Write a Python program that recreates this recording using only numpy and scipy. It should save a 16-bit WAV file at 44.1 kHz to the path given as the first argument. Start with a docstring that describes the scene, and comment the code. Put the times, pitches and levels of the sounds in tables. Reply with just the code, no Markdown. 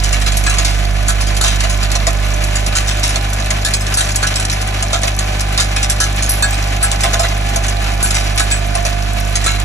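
"""Mains-rate hum and a dense rattle of small parts, with bright clacks, steel rings and soft thuds.
A vibratory bowl feeder shakes while a hand-held camera pans over it. Its magnet sums exact orders of the drive;
hopping parts are ticks bunched on each throw; knocking parts are short tinted grains.
Rejected parts fall as shaped noise bursts, and drive resonators for the bowl, a plate and the top rail."""
import sys
import numpy as np
from scipy import signal
from scipy.fft import rfft, irfft
from scipy.io import wavfile
from scipy.ndimage import uniform_filter1d, minimum_filter1d

SR = 44100
rng = np.random.default_rng(int(sys.argv[2]) if len(sys.argv) > 2 else 0)


def generate_wav(sig):
    """Save sig (samples, or channels by samples) to the path in sys.argv[1] as 16-bit PCM at SR."""
    pcm = np.round(np.clip(np.atleast_2d(sig).T, -1, 1) * 32767).astype(np.int16)
    wavfile.write(sys.argv[1], SR, pcm)


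def attenuation_scalar(level_db):
    """Turn a level in dB into a linear amplitude multiplier (20 dB per decade)."""
    decades = np.asarray(level_db, float) / 20
    return 10 ** decades


N = 425124
T = np.arange(N) / SR
HZ = np.fft.rfftfreq(N, 1 / SR)

DRIVE_HZ = 50.014
TURN_RAD = 2 * np.pi * DRIVE_HZ * T + 1.38
# Hum as the camera moves. Each row: time in seconds, first order rms in dB, its left-right in dB,
# then the 12th, 14th, 15th and 16th orders in dB before their channel offsets.
HUM_PATH = [(0, -14.5, -5, -45.5, -36, -41, -45.5), (2.2, -15.5, -4.5, -38, -41, -44, -42.5),
            (3.6, -18.5, 0, -41, -40, -42.5, -39.5), (4.4, -20, 1, -40.5, -50, -39.5, -43.5),
            (5.6, -17.5, -1, -40.5, -42, -38, -37.5), (7.2, -17, -1.5, -40.5, -35.5, -46, -36.5),
            (8.4, -17, -3.5, -42, -35, -45, -40), (8.9, -18, -4, -42, -32.5, -46, -45),
            (9.64, -17, -4.5, -47, -35.5, -44, -49)]
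# Steady orders of the drive. Each row: order, left rms in dB, right rms in dB.
STEADY_ORDERS = [(2, -24.5, -23), (3, -37, -32.5), (4, -36, -40), (5, -56, -42), (6, -49, -42.5),
                 (8, -58, -42.5), (10, -65.5, -45), (11, -58, -49)]

# Colour of the hopping parts. Each row: frequency in Hz, relative density in dB per Hz.
RATTLE_SPECTRUM = [(40, -3), (150, 4.5), (250, 0.5), (480, -8), (900, -3.5), (1200, 0.5), (2500, 4.5),
                   (3200, 1), (5000, -4.5), (7300, -6.5), (8600, -6.5), (10300, -9), (11400, -15),
                   (12400, -20), (13200, -65), (16000, -85)]
# Rattle as the camera moves. Each row: time in seconds, relative level in dB.
RATTLE_PATH = [(0.0, -26.5), (0.51, -25), (0.88, -26.5), (1.37, -25.5), (8.06, -25.5), (9.64, -27)]
# Bowl resonances, the first five answering a thud. Each row: frequency in Hz, width in Hz, gain in dB.
BOWL_MODES = [(670, 7.7, -22), (680.3, 13, 0.5), (785, 65, -3.5), (1048, 22, -7), (1226, 124, -2.5),
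              (367, 4.7, -7.5), (1544, 36, -2.5), (1770, 53, 0), (2394, 19, -3), (2613, 20, -2.5)]

# The clearest falling parts. Each row: time in seconds, relative level in dB,
# clatter t60 in seconds before its limits, body level in dB against the snap.
CLEAR_FALLS = [(.0374, -14, 0.25, -5), (0.1283, -10, .15, 4), (.214, -16.5, 0.12, 4),
               (.2618, -15, 0.21, 3.5), (.2765, -16, 0.066, 9), (.319, -16, 0.18, -2),
               (0.369, -12.5, 0.17, -11), (.438, -18.5, 0.092, -14), (.465, -11, 0.063, 5),
               (0.496, -15, .4, 0.5), (0.584, -9, .12, 3), (0.6479, -11.5, 0.49, -2),
               (1.083, -7.5, .19, -12), (1.21, -16, 0.22, -6), (1.27, -17.5, .12, -2),
               (1.366, -13.5, .096, -21), (1.4117, -8, 0.25, -22.5), (1.439, -11.5, 0.54, 3),
               (1.4777, -8, 0.058, 3), (1.604, -14.5, .1, 2), (1.637, -13.5, 0.11, 5),
               (1.696, -16.5, 0.33, -18), (1.8306, -16, 0.15, 4), (1.9163, -12, .044, -9),
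               (1.953, -9.5, 0.066, 1), (2.0685, -6.5, 0.1, 4), (2.4379, -13.5, .056, -14),
               (2.555, -11, 0.18, -4), (2.663, -11.5, .067, -19), (2.753, -3.5, 0.18, -8),
               (2.8741, -15.5, 0.58, 2.5), (3.0319, -10, 0.34, -5), (3.09, -11, .1, -8),
               (3.1575, -12.5, 0.073, 5), (3.332, -13.5, .03, -31), (3.5046, -9.5, 0.051, 11),
               (3.6489, -5, 0.13, -9), (3.7375, -1.5, 0.042, -4), (3.8666, -16, 0.046, -11),
               (3.9398, -11, .12, -16), (3.973, -9, 0.48, -9), (4.007, -9, 0.07, 6.5),
               (4.0882, -14.5, .07, 7), (4.158, -10, 0.075, -33), (4.2284, -8, 0.074, -2),
               (4.2688, -11.5, 0.13, 1), (4.3573, -9.5, 0.059, -3), (4.398, -13, .093, -8),
               (4.451, -11, .03, -7), (4.4985, -10.5, 0.039, -3), (4.5274, -14, 0.084, -2),
               (4.615, -17, .09, -8), (4.8253, -7, 0.047, 8), (4.9301, -8, 0.16, 2),
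               (5.033, -10, 0.062, 9.5), (5.0748, -13.5, 0.068, 7), (5.1893, -12, 0.11, -2),
               (5.4077, -13, 0.057, -14), (5.5762, -7, 0.085, 6.5), (5.6013, -7.5, 0.19, -6),
               (5.762, -13, 0.11, 8.5), (5.8293, -8, 0.12, 0.5), (5.898, -6, 0.14, -12),
               (6.0023, -4, 0.18, -11), (6.039, -13, .087, -8), (6.224, -11.5, 0.26, -15),
               (6.2917, -14.5, 0.3, -32), (6.4238, -13, .19, -6), (6.8277, -11, .18, -20),
               (6.915, -3.5, 0.046, -4), (7.007, -13, .079, -13), (7.0353, -6, 0.11, 6.5),
               (7.1323, -8.5, 0.096, 5), (7.194, -11, 0.18, -10), (7.2307, -17.5, 0.17, 10.5),
               (7.5594, -6.5, .049, -5), (7.682, -14, .13, -6), (8.028, -10.5, .35, -26),
               (8.106, -12, .09, -1), (8.1444, -11, 0.68, -3), (8.3763, -9, .16, 3), (8.396, -10, .19, -6),
               (8.512, -16, 0.34, -10), (8.752, -10, 0.037, 10), (8.851, -12.5, 0.16, 1),
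               (9.3551, -6, 0.12, -4), (9.4414, -14.5, 0.2, 1), (9.462, -12, 0.34, 3)]
# Colours of a clack: snap, body, top edge. Each row: frequency in Hz, relative density in dB per Hz.
SNAP_SPECTRUM = [(1500, -14), (3500, -3.5), (5500, 3), (9500, 3), (10500, -19.5), (12000, -36)]
BODY_SPECTRUM = [(600, -22), (950, 1), (1500, 10.5), (2500, 9), (4000, 5.5), (6000, -20)]
EDGE_SPECTRUM = [(8500, -52), (10200, 10), (11400, -2), (12500, -12), (13500, -14), (16000, -56)]
# Lesser falls come at random; these are their mean settings.
SMALL_PER_S, SMALL_DB, SMALL_T60_S, SMALL_BODY_DB = 1.2, -19, 0.064, -6
# A full-bodied landing has little top edge.
EDGE_DB, EDGE_PER_BODY_DB, EDGE_SPREAD_DB = -17.5, -0.46, 3.0
TINT_RMS_DB = 4.5  # how strongly each part's own resonances colour its clack

# Modes of a steel plate. Each row: frequency in Hz, gain in dB, t60 in seconds, group 0-4 from low to high.
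PLATE_MODES = [(1335, 0, .16, 0), (1499, -2, .13, 0), (1420, -6, .07, 0), (1658, 1, .17, 1),
               (1735, -5, .15, 1), (2550, -8, .1, 1), (3660, -4, .11, 2), (3920, -5, .09, 2),
               (4370, 0, .09, 2), (4520, -4, .07, 2), (6700, -6, .11, 2), (7665, -1, .1, 3),
               (8890, -2, .07, 4), (8650, -5, .06, 4), (9400, -6, .06, 4)]
# Modes of the top rail, columns as for the plate.
RAIL_MODES = [(2500, 0, .2, 0), (3270, -5, .18, 1), (5220, -2, .1, 2), (6440, -10, .15, 3),
              (7780, 0, .15, 4)]
# Parts landing on the plate. Each row: time in seconds, drive of its lowest, middle and highest groups in dB.
PLATE_LANDINGS = [(.465, -27.5, -28, -40), (1.083, -24, -29, -20), (1.411, -25.5, -22, -24),
                  (2.754, -22, -33, -36), (3.65, -28, -16, -27), (3.972, -22, -22, -11),
                  (4.229, -22.5, -25, -35), (5.599, -26, -18.5, -37), (6.004, -20, -20, -18),
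                  (6.424, -22.5, -17.5, -11), (6.828, -24.5, -22, -6.5), (8.029, -22, -29, -9),
                  (8.511, -42, -23.5, -18), (8.399, -23.5, -28, -34), (9.462, -22, -25, -13)]
# Parts landing on the rail, columns as for the plate.
RAIL_LANDINGS = [(0.464, -22, -35, -22), (2.903, -36, -22, -30), (3.737, -28, -17, -23),
                 (3.805, -44, -26, -25), (4.158, -39, -23, -24), (4.357, -32, -21, -20),
                 (4.398, -38, -35, -32), (5.762, -27, -21, -34), (6.529, -27, -28, -25.5),
                 (8.145, -38, -27, -25), (8.512, -23, -33, -17)]

# Parts that drop to the bowl's floor. Each row: time in seconds, drive at the start in dB.
FLOOR_DROPS = [(.5846, -60), (1.4392, -54.5), (1.639, -59), (1.952, -58.5), (2.0686, -52.5), (2.1567, -64),
               (3.1577, -61), (3.5043, -59.5), (4.0067, -63), (4.8263, -58.5), (4.9304, -54), (5.034, -55),
               (6.915, -58), (7.0355, -50.5), (7.1319, -54.5), (7.194, -52.5), (7.2313, -55), (7.5594, -57),
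               (8.397, -59), (8.752, -55), (8.851, -57.5)]
THUD_T60_S = 0.17

CLINKS_PER_S, CLINK_DB = 49, -27
SHORTEST_CLINK_T60_S, LONGEST_CLINK_T60_S = .015, .035

# Stereo likeness by frequency, nearly alike around 9 kHz and above 12 kHz.
# Each row: frequency in Hz, likeness 0-1, right lag in radians, left-right in dB.
STEREO_IMAGE = [(150, .98, 0, -3), (500, .3, -1, -6), (860, .1, -.3, -7), (1200, .4, .4, -2),
                (1900, .75, .2, 0), (2600, .15, 2.3, 0), (3300, .45, 2.8, -1), (4000, .4, 1.3, -2),
                (4650, .57, 2.9, -3), (5700, .9, 6.1, 0), (7400, .75, 8.1, 0), (8450, .95, 9.2, 0),
                (9000, .99, 9.4, 0), (9550, .995, 9.44, 0), (11200, .7, 11.4, 0), (11900, .97, 12.56, 0),
                (13300, .97, 12.57, 0), (15300, .8, 15.7, 0)]
# Treble roll-off of the microphone. Each row: frequency in Hz, gain in dB.
MICROPHONE_RESPONSE = [(12600, 0), (13300, -16), (16000, -20)]


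def evened(x):
    """Scales to rms 1."""
    return x / np.sqrt(np.mean(x ** 2))


def smoothed_twice(x, size):
    """Two running means along the last axis."""
    return uniform_filter1d(uniform_filter1d(x, size), size)


def read(hz, values):
    """A spectrum table at every frequency, straight on a log axis."""
    return np.interp(np.log(HZ + 1), np.log(np.asarray(hz) + 1.), values)


def coloured(x, spectrum):
    """Filters by a spectrum table, keeping the power of white input."""
    response = evened(attenuation_scalar(read(*np.transpose(spectrum))))
    return irfft(rfft(x) * response, N)


def ring(blows, hz, t60_s):
    """A two-pole resonator: each click starts a dying sine of its height."""
    radius = attenuation_scalar(-60 / (max(t60_s, .0003) * SR))
    w = 2 * np.pi * hz / SR
    return signal.lfilter([0, np.sin(w)], [1, -2 * radius * np.cos(w), radius * radius], blows)


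def waver():
    """Slow chance for each channel, rms 1 overall."""
    return evened(smoothed_twice(rng.standard_normal((2, N)), 3000))


def hum():
    """Exact orders of the magnet's pull; each steady order lags more, peaking the wave; the top ones waver."""
    s, *columns = np.transpose(HUM_PATH)
    first_db, pan_db, *upper_db = (np.interp(T, s, c) for c in columns)
    lead_rad = np.array([[0.], [.08]])
    out = attenuation_scalar([first_db + pan_db / 2, first_db - pan_db / 2]) * np.cos(TURN_RAD + lead_rad)
    for order, *db in STEADY_ORDERS:
        phase = order * (TURN_RAD + lead_rad) - 0.78 * (order - 1)
        out = out + attenuation_scalar(np.array(db))[:, None] * np.cos(phase)
    for order, db in zip((12, 14, 15, 16), upper_db):
        level = attenuation_scalar([db - 1.5, db + 6.0] + 2.0 * waver())
        offset_rad = np.array([[1.514 * order], [1.477 * order + 2.07]])
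        out = out + level * np.cos(order * TURN_RAD + offset_rad)
    return np.sqrt(2) * out  # rms to peak


def bowl(drive, modes):
    """The coated bowl's damped resonances; a wider one dies sooner."""
    return sum(attenuation_scalar(db) * np.sqrt(width_hz) * ring(drive, hz, 1.9 / width_hz) for hz, width_hz, db in modes)


def rattle():
    """Dense ticks of hopping parts, bunched on each throw of the track; they also drum the bowl."""
    ticking = rng.random((2, N)) < 5000 / SR  # 5000 ticks a second in each channel
    size = attenuation_scalar(3.6 * np.minimum(rng.exponential(1, (2, N)), 5)) * ticking
    ticks = .5 * evened(size * rng.standard_normal((2, N)))
    ticks = ticks + 0.97 * rng.standard_normal((2, N))
    surge = evened(smoothed_twice(rng.standard_normal(N), 900))
    bunching_db = 1.0 * np.cos(TURN_RAD + 1.6) + 1.6 * surge
    track = coloured(ticks * attenuation_scalar(bunching_db), RATTLE_SPECTRUM)
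    thrown = ticks * (0.44 + np.exp(0.8 * (np.cos(TURN_RAD + 0.17) - 1)))
    drummed = bowl(thrown, BOWL_MODES)
    nearness = attenuation_scalar(np.interp(T, *np.transpose(RATTLE_PATH)))
    return nearness * (attenuation_scalar(2.0) * evened(track) + attenuation_scalar(-6.5) * evened(drummed))


def small_falls():
    """Lesser falls at random times, in rows like those of the clear ones."""
    return [(.01 + when * (N / SR - .01), SMALL_DB + 1.7 * (size - .5),
             SMALL_T60_S * (.5 + length), SMALL_BODY_DB + 12 * (face - .5))
            for when, size, length, face in rng.random((round(SMALL_PER_S * N / SR), 4))]


def falls():
    """A crack and a ragged clatter of rebounds, tinted by the part's own resonances."""
    t = np.arange(8192) / SR
    log_hz = np.log(np.fft.rfftfreq(len(t), 1 / SR) + 1)
    colours_db = []
    for spectrum in (SNAP_SPECTRUM, BODY_SPECTRUM, EDGE_SPECTRUM):
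        hz, db = np.transpose(spectrum)
        colours_db.append(np.interp(log_hz, np.log(hz), db))
    out = np.zeros((2, N + len(t)))
    for s, db, t60_s, body_db in CLEAR_FALLS + small_falls():
        start = round(s * SR) - 30
        edge_db = EDGE_DB + EDGE_PER_BODY_DB * body_db + EDGE_SPREAD_DB * rng.standard_normal()
        lumps = attenuation_scalar(2.9 * evened(uniform_filter1d(rng.standard_normal(len(t)), 120)))
        clatter = attenuation_scalar(-60 * t / np.clip(t60_s, .03, .4) - 6.5) * lumps
        # the first contact is sharpest
        crack = attenuation_scalar(-60 * t / 0.079 - 7.5) + attenuation_scalar(-60 * t / .012 - 9)
        noise = rng.standard_normal((2, len(t)))
        tint_db = TINT_RMS_DB * evened(smoothed_twice(rng.standard_normal(len(log_hz)), 25))
        snap, body, edge = (irfft(rfft(noise) * evened(attenuation_scalar(c + tint_db))) for c in colours_db)
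        bright = (snap + attenuation_scalar(edge_db) * edge) * (clatter + crack) * (1 - np.exp(-t / 0.0012))
        full = attenuation_scalar(body_db) * body * clatter * (1 - np.exp(-t / 0.01))
        out[:, start:start + len(t)] += attenuation_scalar(db) * (bright + full)
    return out[:, :N]


def steel(modes, hits):
    """Each landing strikes the modes once, and the bouncing part shakes them for a few hundredths of a second."""
    t = np.arange(4000) / SR
    drives = np.zeros((5, 2, N + len(t)))  # group, channel, sample
    for s, *db in hits:
        shake = attenuation_scalar(-17) * rng.standard_normal((2, len(t))) * attenuation_scalar(-60 * t / .07)
        shake[:, 20] += rng.choice([-.6, .6], 2)  # the strike
        group_db = np.interp(range(5), (0, 2, 4), db)
        start = round(s * SR)
        drives[..., start:start + len(t)] += attenuation_scalar(group_db)[:, None, None] * shake
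    return sum(attenuation_scalar(db) * ring(drives[group, :, :N], hz, t60_s) for hz, db, t60_s, group in modes)


def thuds():
    """A dying burst of soft rebounds drives the bowl's thud resonances."""
    t = np.arange(8192) / SR
    drive = np.zeros((2, N + len(t)))
    for s, db in FLOOR_DROPS:
        start = round(s * SR)
        burst = attenuation_scalar(db - 60 * t / THUD_T60_S) * rng.standard_normal((2, len(t)))
        drive[:, start:start + len(t)] += burst
    b, a = signal.butter(2, [500, 1400], "band", fs=SR)
    return bowl(signal.lfilter(b, a, drive[:, :N]), BOWL_MODES[:5])


def clinks():
    """Single parts knocking together: short bright grains of noise through one resonance each."""
    t = np.arange(2000) / SR
    out = np.zeros((2, N + len(t)))
    for when, pitch, size, length in rng.random((round(CLINKS_PER_S * N / SR), 4)):
        t60_s = np.interp(length, (0, 1), (SHORTEST_CLINK_T60_S, LONGEST_CLINK_T60_S))
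        hiss = rng.standard_normal((2, len(t))) * attenuation_scalar(-60 * t / t60_s)
        grain = ring(np.diff(hiss, prepend=0), 3300 * 3.0 ** pitch, 0.0017)
        # few are loud; higher ones are softer
        level = attenuation_scalar(CLINK_DB - 4.9 * np.log(size + 0.083) - 7 * pitch)
        start = round(when * N)
        out[:, start:start + len(t)] += level * grain
    return out[:, :N]


def stereo_image(pair):
    """By frequency, the right channel is a lagged share of the left plus independent sound."""
    hz, *columns = np.transpose(STEREO_IMAGE)
    likeness, lag_rad, pan_db = (read(hz, c) for c in columns)
    likeness = np.clip(likeness, 0, 1)
    left, independent = rfft(pair)
    right = likeness * np.exp(-1j * lag_rad) * left + np.sqrt(1 - likeness ** 2) * independent
    return irfft(np.array([left * attenuation_scalar(pan_db / 2), right * attenuation_scalar(-pan_db / 2)]), N)


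def scene():
    """Hum, rattle, clinks, falling parts and the steel they ring."""
    parts = rattle() + clinks() + falls() + thuds()
    rings = steel(PLATE_MODES, PLATE_LANDINGS) + steel(RAIL_MODES, RAIL_LANDINGS)
    return hum() + stereo_image(parts + rings)


def top_cut(x):
    """Nothing passes above the cut-off."""
    return signal.sosfilt(signal.butter(12, 16340, fs=SR, output="sos"), x)


def record(dry):
    """Treble roll-off, then a limiter that looks ahead and ducks everything under the loudest clacks."""
    heard = irfft(rfft(dry) * attenuation_scalar(read(*np.transpose(MICROPHONE_RESPONSE))), N)
    level_db = 20 * np.log10(abs(heard).max(0) + 1e-9)
    peak_db = -minimum_filter1d(-level_db, size=121)
    recovery_db = T * 300  # 300 dB a second
    held_db = np.maximum.accumulate(peak_db + recovery_db) - recovery_db
    over_db = np.maximum(held_db + .2, 0)  # ceiling -0.2 dB
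    limited = heard / attenuation_scalar(uniform_filter1d(over_db, size=60))
    return top_cut(np.clip(limited, -1, 1))


dry = scene()
out = record(dry)
generate_wav(out)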